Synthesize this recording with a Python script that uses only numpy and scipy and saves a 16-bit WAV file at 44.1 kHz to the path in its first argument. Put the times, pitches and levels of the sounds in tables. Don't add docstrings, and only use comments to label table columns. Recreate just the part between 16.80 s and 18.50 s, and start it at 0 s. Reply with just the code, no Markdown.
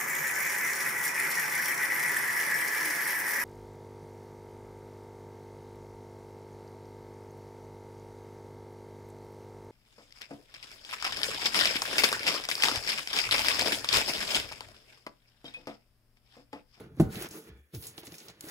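import sys
import numpy as np
from scipy import signal
from scipy.fft import rfft, irfft
from scipy.io import wavfile
from scipy.ndimage import uniform_filter1d

SR = 44100
rng = np.random.default_rng(int(sys.argv[2]) if len(sys.argv) > 2 else 0)


def materialize(psi):
    bounded = np.clip(np.atleast_2d(psi).T, -1, 1)
    quanta = np.round(bounded * 32767).astype(np.int16)
    wavfile.write(sys.argv[1], SR, quanta)


N = 74970
T = np.arange(N) / SR
F = np.arange(N // 2 + 1) * SR / N

# f/Hz, density level/dB
ROOM_SPECTRUM = [(40, -21), (400, -7), (900, -25), (1800, -12.5), (4000, -39.5), (9000, -22.5),
                 (16000, -23)]
ROOM_DB = -75.5
ROOM_T60_S, ECHO_GAP_S = 0.28, .003
WET_DB, SIDE_ECHO_DB = -28.5, -6

# f/Hz, phase/rad
PORT_PHASE = [(0, 0), (400, -.15), (2000, -1.6), (4000, -3.1), (6300, -6.3), (16500, -19.85)]
# f/Hz, level/dB
PORT_SIDE = [(60, -15), (250, -21), (700, -6), (2000, -1), (5000, -4), (8000, -18), (16000, -16)]
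RIGHT_DB = .7
LOW_CUT_HZ, TOP_HZ = 40, 15900

# t/s, level/dB
SQUEAK_LEVEL = [(.62, -82), (.69, -71), (.78, -72), (.86, -80), (.9, -95)]
# f/Hz, level/dB
SQUEAK_RESONANCES = [(1700, 0), (2350, -1), (3400, -2)]
SQUEAK_WIDTH_HZ = 170

# t/s, f/Hz, level/dB
FLAP_WOBBLE = [(.7, 62, -69), (.718, 73, -48), (.745, 62.4, -53.5), (.775, 65.6, -56), (.81, 69.8, -56.5),
               (.85, 72, -64.5), (.9, 68.7, -80.5)]
# t/s, f/Hz, level of the fundamental/dB
PANEL_GROAN = [(.934, 168.8, -63), (.942, 164, -43), (.955, 125.3, -42), (.97, 109.5, -41), (.986, 92, -41),
               (1.002, 71.5, -63)]
GROAN_HARMONICS = [-20.5, -13]

# t/s, level/dB, centre f/Hz, tail t60/s
EDGE_TICKS = [(0.1991, -27, 8050, 0.2), (0.3553, -27.5, 3700, 0.13), (0.4874, -30, 10100, 0.032),
              (0.5095, -31, 6740, 0.48), (0.9477, -31, 5500, 0.16), (1.038, -31.5, 4430, 0.31),
              (1.068, -23, 8500, 0.19), (1.1786, -27, 3640, 0.13), (1.232, -37, 3920, 0.05),
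              (1.268, -30, 6800, 0.13), (1.3203, -31.5, 4600, 0.058), (1.341, -37.5, 5470, 0.27),
              (1.3815, -30, 6400, 0.23), (1.402, -38, 3980, 0.44), (1.483, -31.5, 4400, 0.14),
              (1.27, -35.5, 2130, 0.045), (1.341, -35.5, 2100, .06), (1.499, -37, 6200, 0.087),
              (1.6079, -23, 7440, 0.031), (1.686, -30.5, 5860, 0.07), (1.025, -35.5, 4700, 0.12),
              (1.251, -39, 6500, 0.04), (1.275, -34, 4800, 0.034), (1.351, -35, 5760, 0.091)]
TICK_SNAP_S, TICK_TAIL_DB = .011, -14
TICK_WIDTH = 1.0
TICK_LEN = 8192

# f/Hz, level/dB, t60/s
BOX_MODES = [(92.8, -20.5, 0.093), (162.8, 7, 0.069), (217, 0, 0.088), (324.8, 5, 0.067), (454, -9, 0.076),
             (571, -11, 0.12), (653.4, -7, 0.076), (760.4, -15.5, 0.2), (847, -13, 0.082), (892, -17, 0.12),
             (1002, -26, 0.04), (1253, -2.5, 0.013), (1470, -21.5, 0.1)]
PANELS_BELOW_HZ = 270
# t/s, level/dB, push length/ms, big panels' share level/dB, pitch where held/ratio
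BOX_BLOWS = [(.006, -39.5, 1.01, -25, 1.38), (0.172, -37, 1.16, 0, 0.85), (0.1986, -7, 1.234, -2.5, 1.01),
             (0.2044, -19, 1.58, -1, 1), (0.2174, -18, 4, 2.5, 1.2), (0.365, -28.5, 1.4, 6, 1.13),
             (0.411, -36, 0.91, -25, 1.11), (0.444, -34, 0.66, -8, 1.05), (0.511, -42, 1.4, -10, 1.04),
             (0.936, -42, 2.3, -10.5, 1.1), (1.1794, -39, 0.54, -7.5, 1.01),
             (1.232, -42.5, 0.63, -16, 1.075), (1.276, -43.5, 1.1, -7, 0.86),
             (1.3217, -39.5, 0.81, -3, 1.01), (1.639, -39, 1.54, -16, 0.96), (1.667, -40, 0.54, -5.5, 0.95)]
# f/Hz, level/dB
CRACK_SPECTRUM = [(600, 4.5), (1400, -1), (2200, -9.5), (4000, -11.5)]
CRACK_DB, CRACK_T60_S = -20, .05

# t/s, hiss level/dB, middle level/dB, drumming box level/dB, rumble level/dB
RUB_LEVELS = [(0, -61.5, -60.5, -44, -54), (.04, -83, -61.5, -51.5, -51), (.1, -110, -77, -59.5, -54),
              (.165, -73, -81, -70, -52), (.19, -71, -56.5, -79, -42.5), (.21, -41.5, -68, -33.5, -32.5),
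              (.24, -65, -59, -43.5, -32), (.285, -63, -71, -41, -38), (.325, -48.5, -49.5, -50, -47),
              (.38, -49, -48, -43.5, -50), (.425, -43.5, -50.5, -53, -49), (.465, -57.5, -47.5, -48, -92),
              (.485, -64, -60.5, -61.5, -57), (.52, -58, -59, -55.5, -56), (.575, -50, -53.5, -46, -74),
              (.64, -63, -66.5, -58.5, -69), (.69, -60, -62, -54, -59.5), (.72, -97, -69.5, -60, -59.5),
              (.8, -75.5, -78.5, -66, -65), (.83, -85.5, -82.5, -87, -82), (.92, -81.5, -81, -87, -91),
              (.945, -49, -59, -53, -45), (.99, -52.5, -72.5, -63.5, -53.5),
              (1.04, -52.5, -63.5, -62, -60.5), (1.085, -60, -67, -63.5, -59), (1.15, -74, -62, -67.5, -63),
              (1.2, -49.5, -66, -56.5, -74), (1.225, -74, -61, -68, -61), (1.26, -50.5, -61.5, -64, -70),
              (1.285, -71, -60.5, -52, -68), (1.312, -62, -59.5, -67, -56), (1.345, -48.5, -61, -56.5, -60),
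              (1.375, -61.5, -66, -63.5, -82), (1.41, -65, -61.5, -59, -83), (1.46, -59, -67.5, -59, -66),
              (1.5, -72, -56, -62, -57), (1.56, -109, -68, -71, -68.5), (1.6, -72, -67, -68, -67.5),
              (1.62, -55.5, -62.5, -63, -63.5), (1.66, -50, -57, -53.5, -93), (1.7, -49, -50, -56, -65)]
# f/Hz, level/dB
HISS_SPECTRUM = [(2500, -9), (3500, -4), (5000, -3), (6800, 0), (9000, 7), (11500, 9), (14000, 7),
                 (16000, 5.5)]
MIDDLE_SPECTRUM = [(500, 4.5), (800, 1.5), (1100, 1.5), (1500, 2.5), (2200, 2), (3000, -1.5), (4200, -3)]
RUMBLE_SPECTRUM = [(30, -6.5), (50, -5.5), (140, 2), (220, -6.5)]
# f/Hz, level/dB
DRUM_SPECTRUM = [(120, -6.5), (220, 2), (330, 5), (456, 11.5), (600, -9), (1500, 3.5)]
DRUM_WIDEN, DRUM_TILT = 1.2, .5
GRAINS_PER_S, GRAIN_SHARE = 450, 0.23
GRAIN_SCATTER_DB, GRAIN_CAP_DB = 4, 14
FLICKER_DB, FLICKERS_PER_S = 1.5, 45.55
PATCHY_DB, PATCHES_PER_S = 2.4, 30


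def undb(db):
    return 10 ** (np.asarray(db, float) / 20)


def unit(x):
    return x / np.sqrt(np.mean(x ** 2))


def noise():
    return rng.standard_normal(N)


def over_hz(table):
    hz, value = np.array(table, float).T
    return np.interp(np.log(F + 1), np.log(hz), value)


def colour(x, table):
    low_edge = np.minimum(1, (F / table[0][0]) ** 2)
    high_edge = np.minimum(1, (table[-1][0] / (F + 1)) ** 2)
    return irfft(rfft(x) * undb(over_hz(table)) * low_edge * high_edge, N)


def curve(table, col):
    points = np.array(table, float)
    return np.interp(T, points[:, 0], points[:, col])


def walk(rate):
    hold = int(SR / rate)
    steps = np.repeat(rng.standard_normal(N // hold + 1), hold)
    return unit(uniform_filter1d(uniform_filter1d(steps, hold), hold)[:N])


def room_tone():
    return undb(ROOM_DB) * unit(colour(noise(), ROOM_SPECTRUM))


def echo(x):
    t = T[:SR // 2]
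    tail = rng.standard_normal(len(t)) * 1000. ** (-t / ROOM_T60_S) * (t > ECHO_GAP_S)
    return signal.fftconvolve(x, tail / np.linalg.norm(tail))[:N]


def squeak():
    shape = sum(undb(db) / (1 + ((F - hz) * 2 / SQUEAK_WIDTH_HZ) ** 2)
                for hz, db in SQUEAK_RESONANCES)
    return unit(irfft(rfft(noise()) * shape, N)) * undb(curve(SQUEAK_LEVEL, 1))


def rumble():
    return unit(colour(noise(), RUMBLE_SPECTRUM)) * undb(curve(RUB_LEVELS, 4))


def panel_swing(table, harmonics_db=()):
    phase = 2 * np.pi * np.cumsum(curve(table, 1)) / SR
    tone = np.sin(phase) + sum(undb(db) * np.sin((k + 2) * phase)
                               for k, db in enumerate(harmonics_db))
    sounding = (T > table[0][0]) & (T < table[-1][0])
    gate = uniform_filter1d(sounding * 1., size=400)
    return np.sqrt(2) * tone * undb(curve(table, 2)) * gate


def ticks():
    out, t = np.zeros(N), T[:TICK_LEN]
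    f = np.fft.rfftfreq(TICK_LEN, 1 / SR)
    attack = 1 - np.exp(-t / 0.0012)
    snap = 1000. ** (-t / TICK_SNAP_S)
    for s, db, hz, t60 in EDGE_TICKS:
        detune = (f / hz - hz / (f + 1)) * 2 / TICK_WIDTH
        band = unit(irfft(rfft(rng.standard_normal(TICK_LEN)) / np.sqrt(1 + detune ** 2)))
        tail = undb(TICK_TAIL_DB) * 1000. ** (-t / t60)
        i = int(s * SR)
        out[i:i + TICK_LEN] += (band * attack * (snap + tail) * undb(db) / 2)[:N - i]
    return out


def box_ring(widen=1, tilt=1, panels_db=0, pitch=1):
    t = T[:SR // 3]
    out = np.zeros(len(t))
    for k, (hz, db, t60) in enumerate(BOX_MODES):
        gain = undb(tilt * db + panels_db * (hz < PANELS_BELOW_HZ))
        decay = 1000. ** (-t * widen / t60)
        out -= (-1) ** k * gain * np.sin(2 * np.pi * pitch * hz * t) * decay
    return out


def blows():
    out, crack = np.zeros(N), unit(colour(noise(), CRACK_SPECTRUM))
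    for s, db, ms, panels_db, pitch in BOX_BLOWS:
        i = int(s * SR)
        push = np.hanning(max(int(ms * SR / 1000), 4))
        hit = np.convolve(box_ring(panels_db=panels_db, pitch=pitch), push)[:N - i]
        end = i + len(hit)
        crack_fade = 1000. ** (-T[:len(hit)] / CRACK_T60_S)
        snap = crack[i:end] * crack_fade * undb(CRACK_DB) / ms ** 2
        out[i:end] += (hit / np.abs(hit).max() + snap) * undb(db)
    return out


def grit():
    scatter_db = np.minimum(GRAIN_SCATTER_DB * rng.exponential(size=N), GRAIN_CAP_DB)
    catch = (rng.random(N) < GRAINS_PER_S / SR) * undb(scatter_db)
    release = np.exp(-T[:300] / 0.0011)
    grains = signal.fftconvolve(catch, release)[:N] * noise()
    return np.sqrt(GRAIN_SHARE) * unit(grains) + np.sqrt(1 - GRAIN_SHARE) * noise()


def patchy(x):
    spec, place = rfft(x), 2 * np.log2((F + 1) / 350)
    out = np.zeros(N)
    for k in range(13):
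        band = irfft(spec * np.clip(1 - abs(place - k), 0, 1), N)
        out += band * undb(PATCHY_DB * walk(PATCHES_PER_S))
    return out


def rubbing(pull):
    scrape = patchy(grit())
    hiss = unit(colour(scrape, HISS_SPECTRUM)) * undb(curve(RUB_LEVELS, 1))
    middle = unit(colour(scrape, MIDDLE_SPECTRUM)) * undb(curve(RUB_LEVELS, 2))
    boxed = signal.fftconvolve(grit(), box_ring(DRUM_WIDEN, DRUM_TILT))[:N]
    drum = unit(colour(boxed, DRUM_SPECTRUM)) * undb(curve(RUB_LEVELS, 3))
    return (hiss + middle + drum) * pull + rumble() + squeak()


def scene():
    pull = undb(FLICKER_DB * walk(FLICKERS_PER_S))
    hits = blows() + panel_swing(FLAP_WOBBLE) + panel_swing(PANEL_GROAN, GROAN_HARMONICS)
    close = rubbing(pull) + ticks() + hits
    mid = rfft(close + undb(WET_DB) * echo(close) + room_tone())
    apart = rubbing(pull) + ticks() + undb(SIDE_ECHO_DB) * echo(hits) + room_tone()
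    side = rfft(apart) * undb(over_hz(PORT_SIDE))
    turn = np.exp(.5j * np.interp(F, *np.array(PORT_PHASE).T))
    left = irfft((mid + side) * turn, N) * undb(-RIGHT_DB / 2)
    right = irfft((mid - side) / turn, N) * undb(RIGHT_DB / 2)
    return np.array([left, right])


def record(dry):
    low_cut = signal.butter(2, LOW_CUT_HZ, "high", fs=SR, output="sos")
    top_cut = signal.ellip(10, .2, 75, TOP_HZ, fs=SR, output="sos")
    return signal.sosfilt(top_cut, signal.sosfilt(low_cut, dry))


dry = scene()
out = record(dry)
materialize(out)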